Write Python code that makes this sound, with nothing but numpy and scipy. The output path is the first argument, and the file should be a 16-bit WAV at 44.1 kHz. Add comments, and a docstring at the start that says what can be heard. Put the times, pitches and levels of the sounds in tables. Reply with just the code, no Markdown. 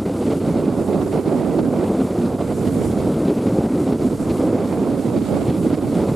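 """Wind shears over the two microphone ports on the open deck of a ferry under way: bands of noise flap and lull.
Close below, the wake is wavering high hiss; from farther down, three sine engine orders hum through the hull.
The stereo picture keeps opening towards the right and snapping back towards the centre.
The microphone rounds off the highest crests and a steep low-pass ends the treble."""
import sys
import numpy as np
from scipy import signal
from scipy.fft import rfft, irfft, next_fast_len
from scipy.io import wavfile
from scipy.ndimage import uniform_filter1d

SR = 44100
rng = np.random.default_rng(int(sys.argv[2]) if len(sys.argv) > 2 else 0)


def wav_record(signal):
    """Record a signal, one row per channel, as 16-bit PCM in the file named by sys.argv[1]."""
    frames = np.transpose(np.atleast_2d(signal))
    bounded = np.clip(frames, -1, 1)
    # unit amplitude maps onto the largest positive 16-bit level
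    quanta = np.round(bounded * 32767).astype(np.int16)
    wavfile.write(sys.argv[1], SR, quanta)


N = 271215

# Slow swings of the wind before its flaps. Each row: time in seconds, level in dB,
# then deep rumble and upper roar in dB relative to that level.
WIND_SWINGS = [(0.0, -22, -9, 0), (0.5, -18.5, -0.5, -0.5), (1.2, -18.5, -5, 2), (1.75, -18.5, -2, 1.8),
               (2.5, -21.5, 2, 1.3), (3.0, -17.5, 4.5, -0.72), (3.3, -19, -0.5, -1), (3.55, -19, -1, -1.5),
               (3.8, -17, -5, -2), (4.2, -19, 5, -2.5), (4.45, -17.5, -1.5, 2.5), (4.75, -19.5, -3, 3),
               (5.0, -18.5, -5, -0.5), (5.4, -21, 3.5, 0.5), (6.15, -18.5, 0.5, -0.5)]
# Strongest eddies (plus) and lulls (minus) at the ports, before each band takes its share.
# Each row: centre in seconds, width at half height in seconds, roar in dB, puff in dB, edge in dB.
EDDIES = [(0.04, 0.02, -7, -5, -8), (0.122, 0.014, -2, -2, -3), (0.227, 0.023, -2, 9, 6),
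          (0.273, 0.018, 5.5, 3, 9), (0.32, 0.033, 1.5, 8.5, 8), (0.394, 0.017, -6, -14, -10),
          (0.488, 0.041, 5, 1, 5.5), (0.56, 0.025, 1.5, 4, 3), (0.596, 0.022, 0.5, 2, 6),
          (0.741, 0.055, -4.0, -3, -0.5), (0.85, 0.032, -5, -5.0, -9), (0.899, 0.026, 2, 3.5, 1.0),
          (0.946, 0.026, 2.5, 1.5, 4), (1.02, 0.018, 1, 3, 3), (1.051, 0.03, -0.5, -9, -4.0),
          (1.099, 0.031, -0.5, -12, -5.5), (1.14, 0.024, 0, 1, 4), (1.164, 0.058, 3.5, 5, 2),
          (1.226, 0.059, -7.0, -7, -4), (1.268, 0.028, 5, 0.5, 5), (1.327, 0.049, 0.0, 4.5, -0.5),
          (1.395, 0.017, 2, 0, 3.5), (1.597, 0.016, 6, 11.5, 7.5), (1.626, 0.04, 3.5, -7, -5.5),
          (1.68, 0.016, 5, -1, -5.0), (1.709, 0.035, -4.0, -5, -1.5), (1.819, 0.061, 2, 1, 4.0),
          (2.011, 0.029, 4, 2.5, 4), (2.039, 0.026, 2, -5.0, -2), (2.137, 0.035, -4.5, -4.5, -3),
          (2.193, 0.021, 5.5, 0, 4.0), (2.22, 0.015, -4, 1, 6), (2.261, 0.018, 3.5, 3, 4),
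          (2.373, 0.018, -11, -8, -10), (2.414, 0.025, 0.5, 4, 4), (2.449, 0.025, -2.5, -3, -2),
          (2.52, 0.021, -6, 5, 2), (2.553, 0.03, -3, -11, -7), (2.68, 0.021, 3.5, -2, 7.5),
          (2.716, 0.035, -2, -7, -2.5), (2.825, 0.038, -2, 3.5, 6), (2.888, 0.025, 1.5, -10, -1.5),
          (2.923, 0.027, 0.5, 0.5, 5.5), (2.952, 0.022, -5, -1, -3), (3.078, 0.024, 2, 6, 0.0),
          (3.118, 0.013, -2, 1, 4), (3.147, 0.012, 0, -5, 5), (3.238, 0.018, 3, -1, -4),
          (3.281, 0.016, 2, 0, 3), (3.309, 0.082, 4.5, 5, 3.5), (3.337, 0.032, -9, -4, -5),
          (3.386, 0.02, 3, 5.5, 6), (3.466, 0.02, 1, 5, 5), (3.584, 0.026, 5.5, 2.0, 1.5),
          (3.611, 0.016, 1, 2, 0.0), (3.694, 0.038, -4.5, -3.0, -5.0), (3.847, 0.026, -5, -6.5, -2.5),
          (3.887, 0.034, 2, 1.5, 3.5), (3.927, 0.0098, 4.5, 3, 7), (3.977, 0.026, -14, -8, -6),
          (4.093, 0.012, -5, -7, -10), (4.17, 0.032, -11, -11, -11), (4.245, 0.014, -13, -6, 2),
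          (4.304, 0.02, 3.5, -1, 10), (4.34, 0.022, -3, 0, -1), (4.374, 0.018, -2, -2, 8),
          (4.396, 0.023, 0.5, 1, 2), (4.51, 0.03, -1, -5, -3), (4.595, 0.02, 0.5, 0, 6),
          (4.686, 0.055, -5, -7, -1), (4.727, 0.021, 0, 2, 3.5), (4.901, 0.015, -3, 1, 1),
          (4.968, 0.024, -2, -3.5, -4), (5.024, 0.029, -5.5, -5.0, -1), (5.169, 0.058, 6.5, 0.5, 4),
          (5.196, 0.017, -7, -9, -5), (5.255, 0.045, -6, -3, 0), (5.278, 0.022, -4, 3, 4),
          (5.336, 0.016, 6.5, 1.5, 3), (5.364, 0.032, -0.5, 7, 6.5), (5.413, 0.02, -1, 5, 3),
          (5.492, 0.034, 5.5, 4.5, 5), (5.612, 0.045, -1.5, -6.5, -3), (5.657, 0.038, 5.5, 1.5, 5.0),
          (5.687, 0.02, -9, -4, -1.5), (5.731, 0.043, 3, 6, 7.5), (5.763, 0.015, -12, -9, -7.0),
          (5.803, 0.016, -8.5, -10, -5.0), (5.899, 0.024, 1.5, -6.0, -3), (5.985, 0.045, 3.0, 4, 4.5),
          (6.034, 0.026, -1, 3, 4), (6.096, 0.035, 0.5, 6, 5.5)]
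# Relative colour of the wind noise. Each row: frequency in Hz, density in dB per Hz.
WIND_COLOUR = [(20, -33), (53, -19.5), (66, -14.5), (110, -7), (200, -0.5), (280, 1), (540, -9),
               (1020, -24), (1370, -28), (1750, -38.5), (2100, -36), (2900, -41.5), (4600, -43.5),
               (6000, -52.5), (12000, -64)]
# How each wind band flaps. Each row: frequency in Hz, share of the roar flaps, share of the puff flaps,
# share of the edge flaps, rms of its own flicker in dB.
BAND_FLAPS = [(60, 0.69, 0.088, 0.33, 1), (131, .55, 0, 0.19, 2.5), (255, 0.92, 0, 0.14, 0.43),
              (420, 0.58, 0.2, 0.061, 0.95), (700, 0.14, 0.92, 0, 0.55), (1250, .02, 0.36, 0.16, 0.7),
              (2100, 0.041, 0, 0.78, 1.06), (3950, 0, 0, 0.97, 0.7), (6500, 0.05, 0, 0.52, 1.5)]
# How the two ports differ. Each row: frequency in Hz, gain of the shared wind leaning right,
# level in dB of the unrelated wind, power of the width that opens it; width scales both gains.
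PORT_DIFFERENCE = [(60, 0.14, 2.5, 1), (250, 0.75, -5.5, 1), (700, 0.83, -11, 0.79),
                   (1500, 0.57, -8.5, 0.34), (3000, 0.56, -4, 0.5), (6000, 0.2, -6, .45)]
# Centres of deep rumble, main roar, upper roar and hissing edge, in Hz.
WIND_PARTS_HZ = 90, 280, 650, 2800
# Relative colour of the wake. Each row: frequency in Hz, density in dB per Hz.
WAKE_COLOUR = [(1000, 0.5), (2500, -7.5), (4500, -4), (5400, -3.5), (6200, -3.5), (6900, -0.5), (7600, 0.5),
               (10300, -1), (12100, -6), (14000, -15), (15100, -22), (15300, -29), (15600, -33)]
# Swells of the wake before its waver. Each row: time in seconds, level in dB.
WAKE_SWELLS = [(0.0, -48), (.14, -47.5), (.21, -45), (.5, -47.5), (.66, -50.5), (.8, -47.5), (1.02, -48.5),
               (1.1, -45.5), (1.2, -48.5), (1.55, -48.5), (1.68, -49), (2.0, -47), (2.2, -46.5),
               (2.35, -48.5), (2.64, -44), (2.72, -45), (2.83, -42), (2.92, -46), (3.3, -47), (3.5, -46.5),
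               (3.62, -47), (3.69, -49.5), (3.8, -44.5), (3.98, -49), (4.03, -46.5), (4.38, -44.5),
               (4.57, -49), (4.71, -47), (4.95, -48.5), (5.05, -46), (5.14, -49), (5.27, -45.5),
               (5.52, -46.5), (5.64, -44.5), (5.77, -49), (5.92, -45), (6.15, -46)]
# Engine orders before drift and sway. Each row: frequency in Hz, level in dB rms.
ENGINE_ORDERS = [(63.9, -45), (95.7, -39), (127.6, -46)]
# Moments when the picture snaps inwards, before smoothing. Each row: time in seconds, width it restarts at in dB.
PICTURE_SNAPS = [(0.0, -54), (1.11, -11), (1.5, -10.5), (1.68, -13), (1.86, -50), (2.89, -15), (3.08, -54),
                 (3.14, -58), (3.2, -55), (3.26, -40), (3.5, -29), (3.61, -39), (4.28, -20.5), (5.44, -15),
                 (5.92, -15.5), (6.05, -18)]

# the hissing edge keeps this share of the wind's slow swings, around this level in dB
EDGE_SHARE, EDGE_DB = 0.13, -19.5
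ROAR_LATE_S = .004  # the roar follows its edge
# rasp on the falling flanks of the roar: bands above this in Hz, depth in dB rms
RASP_HZ, RASP_DB = 750, .42
LEAN_S = .000055  # how far crests lean over, in seconds per unit of pressure
OPENS_PER_S, SNAP_S = 0.35, 0.042  # growth of the width per second; seconds a snap takes
SOFT_TOP = 0.87  # pressure at which the microphone rounds off crests
TOP_HZ = 15560  # end of the treble


def undb(db):
    """Turn dB into an amplitude ratio."""
    return 10 ** (np.asarray(db) / 20)


def unit(x):
    """Scale a signal to an rms of 1."""
    return x / np.sqrt(np.mean(x ** 2))


def on_log(table, hz, column=1):
    """Read a table at hz on a log-frequency axis."""
    rows = np.array(table, float)
    return np.interp(np.log(hz), np.log(rows[:, 0]), rows[:, column])


def in_time(table):
    """Columns of a curve, one value a sample."""
    s, *columns = np.transpose(table)
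    t = np.arange(N) / SR
    return [np.interp(t, s, column) for column in columns]


def walk(rate):
    """Random levels held 1 / rate seconds and slewed twice; rms 1."""
    hold = int(SR / rate)
    steps = np.repeat(rng.standard_normal(N // hold + 1), hold)
    slewed = uniform_filter1d(uniform_filter1d(steps, hold), hold)
    return unit(slewed[:N])


def bands(colour):
    """Coloured noise in overlapping bands half an octave apart: yields (centre Hz, shared noise, unrelated noise)."""
    size = next_fast_len(N)
    hz = np.maximum(np.arange(size // 2 + 1) * SR / size, 1.)  # no log of zero
    spectra = rfft(rng.standard_normal((2, size))) * undb(on_log(colour, hz))
    # all shared bands together have an rms of 1
    spectra = spectra / np.sqrt(2 * np.sum(np.abs(spectra[0]) ** 2)) * size
    lowest_octave = np.floor(np.log2(colour[0][0]))
    for centre in 2. ** np.arange(lowest_octave, 14.5, .5):
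        mask = np.cos(np.pi / 2 * np.clip(2 * np.log2(hz / centre), -1, 1)) ** 2
        shared, unrelated = irfft(spectra * mask, size)[:, :N]
        yield centre, shared, unrelated


def wind(level_db, rumble_db, upper_db, edge_db, width):
    """Turbulence at the ports: neighbouring bands flap together, each also flickers alone; crests fall steeply."""
    mid, side, falling = 0, 0, None
    roar, puff, edge = flaps()
    for hz, shared, unrelated in bands(WIND_COLOUR):
        roar_share, puff_share, edge_share, flicker_db = (on_log(BAND_FLAPS, hz, column=c) for c in range(1, 5))
        lean, apart_db, power = (on_log(PORT_DIFFERENCE, hz, column=c) for c in range(1, 4))

        # a band between two parts takes some of the slow level of each
        low, _, upper, top = (np.interp(np.log(hz), np.log(WIND_PARTS_HZ), row) for row in np.eye(4))
        slow_db = low * rumble_db + upper * upper_db + top * edge_db
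        flap_db = roar_share * roar + puff_share * puff + edge_share * edge
        gain = undb(slow_db + flap_db + flicker_db * walk(40))

        if hz > RASP_HZ:
            if falling is None:  # slope of the bands below, positive while the pressure falls
                falling = -unit(np.gradient(mid))
            gain = gain * undb(RASP_DB * falling)

        mid = mid + gain * shared
        apart = undb(apart_db) * width ** power * unrelated
        side = side + gain * (apart - lean * width * shared)
    ports = undb(level_db) * np.array([mid + side, mid - side])  # left, right
    return ports * (1 - LEAN_S * SR * np.gradient(ports, axis=1))


def flaps():
    """Swings in dB of roar, puffs above it and hissing edge: listed eddies and lulls over random flutter."""
    roar, puff, edge = np.zeros((3, N))
    for s, width_s, roar_db, puff_db, edge_db in EDDIES:
        bump = np.hanning(int(2 * width_s * SR))
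        for swing, db, late_s in (roar, roar_db, ROAR_LATE_S), (puff, puff_db, 0), (edge, edge_db, 0):
            start = max(int((s + late_s - width_s) * SR), 0)
            swing[start:start + len(bump)] += db * bump[:N - start]

    flutter = walk(24.9)  # common to all three
    roar = roar + 0.45 * flutter + .6 * walk(26)
    puff = puff + 0.51 * flutter + .5 * walk(60) + 1.45 * walk(170)
    edge = edge + 0.18 * flutter + 0.79 * walk(80) + 1.95 * walk(300)
    return roar, puff, edge


def wake(hiss_db, width):
    """Foam along the hull: hiss that wavers a little; it widens with the picture, the top most."""
    mid, apart = 0, 0
    waver_db = 0.54 * walk(45)
    for hz, shared, unrelated in bands(WAKE_COLOUR):
        gain = undb(waver_db + 0.76 * walk(35))
        mid = mid + gain * shared
        apart = apart + gain * (hz / 8000) ** 0.15 * unrelated
    side = undb(-3.5) * width ** 0.46 * apart - .1 * width * mid  # the last term leans right
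    return undb(hiss_db) * np.array([mid + side, mid - side])


def engine():
    """Firing orders as sines that drift together slightly in pitch; each sways in level on its own."""
    drift = 1 + 0.0025 * walk(2.31)
    phase_per_hz = 2 * np.pi * np.cumsum(drift) / SR
    hum = 0
    for hz, db in ENGINE_ORDERS:
        sway_db = 1.8 * walk(4.9)
        hum = hum + np.sqrt(2) * undb(db + sway_db) * np.sin(hz * phase_per_hz)
    return hum


def picture():
    """Stereo width as an amplitude ratio: opens at an even pace after each snap."""
    t = np.arange(N) / SR
    s, db = np.transpose(PICTURE_SNAPS)
    last = np.maximum(np.searchsorted(s, t, side="right") - 1, 0)
    width = undb(db[last]) + OPENS_PER_S * np.maximum(t - s[last], 0)
    return uniform_filter1d(width, int(SNAP_S * SR))


def scene():
    """Wind at the ports, wake below and engine hum in the centre."""
    level_db, rumble_db, upper_db = in_time(WIND_SWINGS)
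    edge_db = (1 - EDGE_SHARE) * (EDGE_DB - level_db)  # relative to the wind level
    hiss_db, = in_time(WAKE_SWELLS)
    width = picture()
    return wind(level_db, rumble_db, upper_db, edge_db, width) + wake(hiss_db, width) + engine()


def record(dry):
    """The microphone rounds the highest crests, then a steep low-pass cuts the top."""
    rounded = dry / (1 + (dry / SOFT_TOP) ** 4) ** .25
    top = signal.ellip(10, .2, 70, TOP_HZ, fs=SR, output="sos")
    # the filter starts settled on the first sample of each channel
    state = signal.sosfilt_zi(top)[:, None, :] * rounded[None, :, :1]
    return signal.sosfilt(top, rounded, zi=state)[0]


dry = scene()
out = record(dry)
wav_record(out)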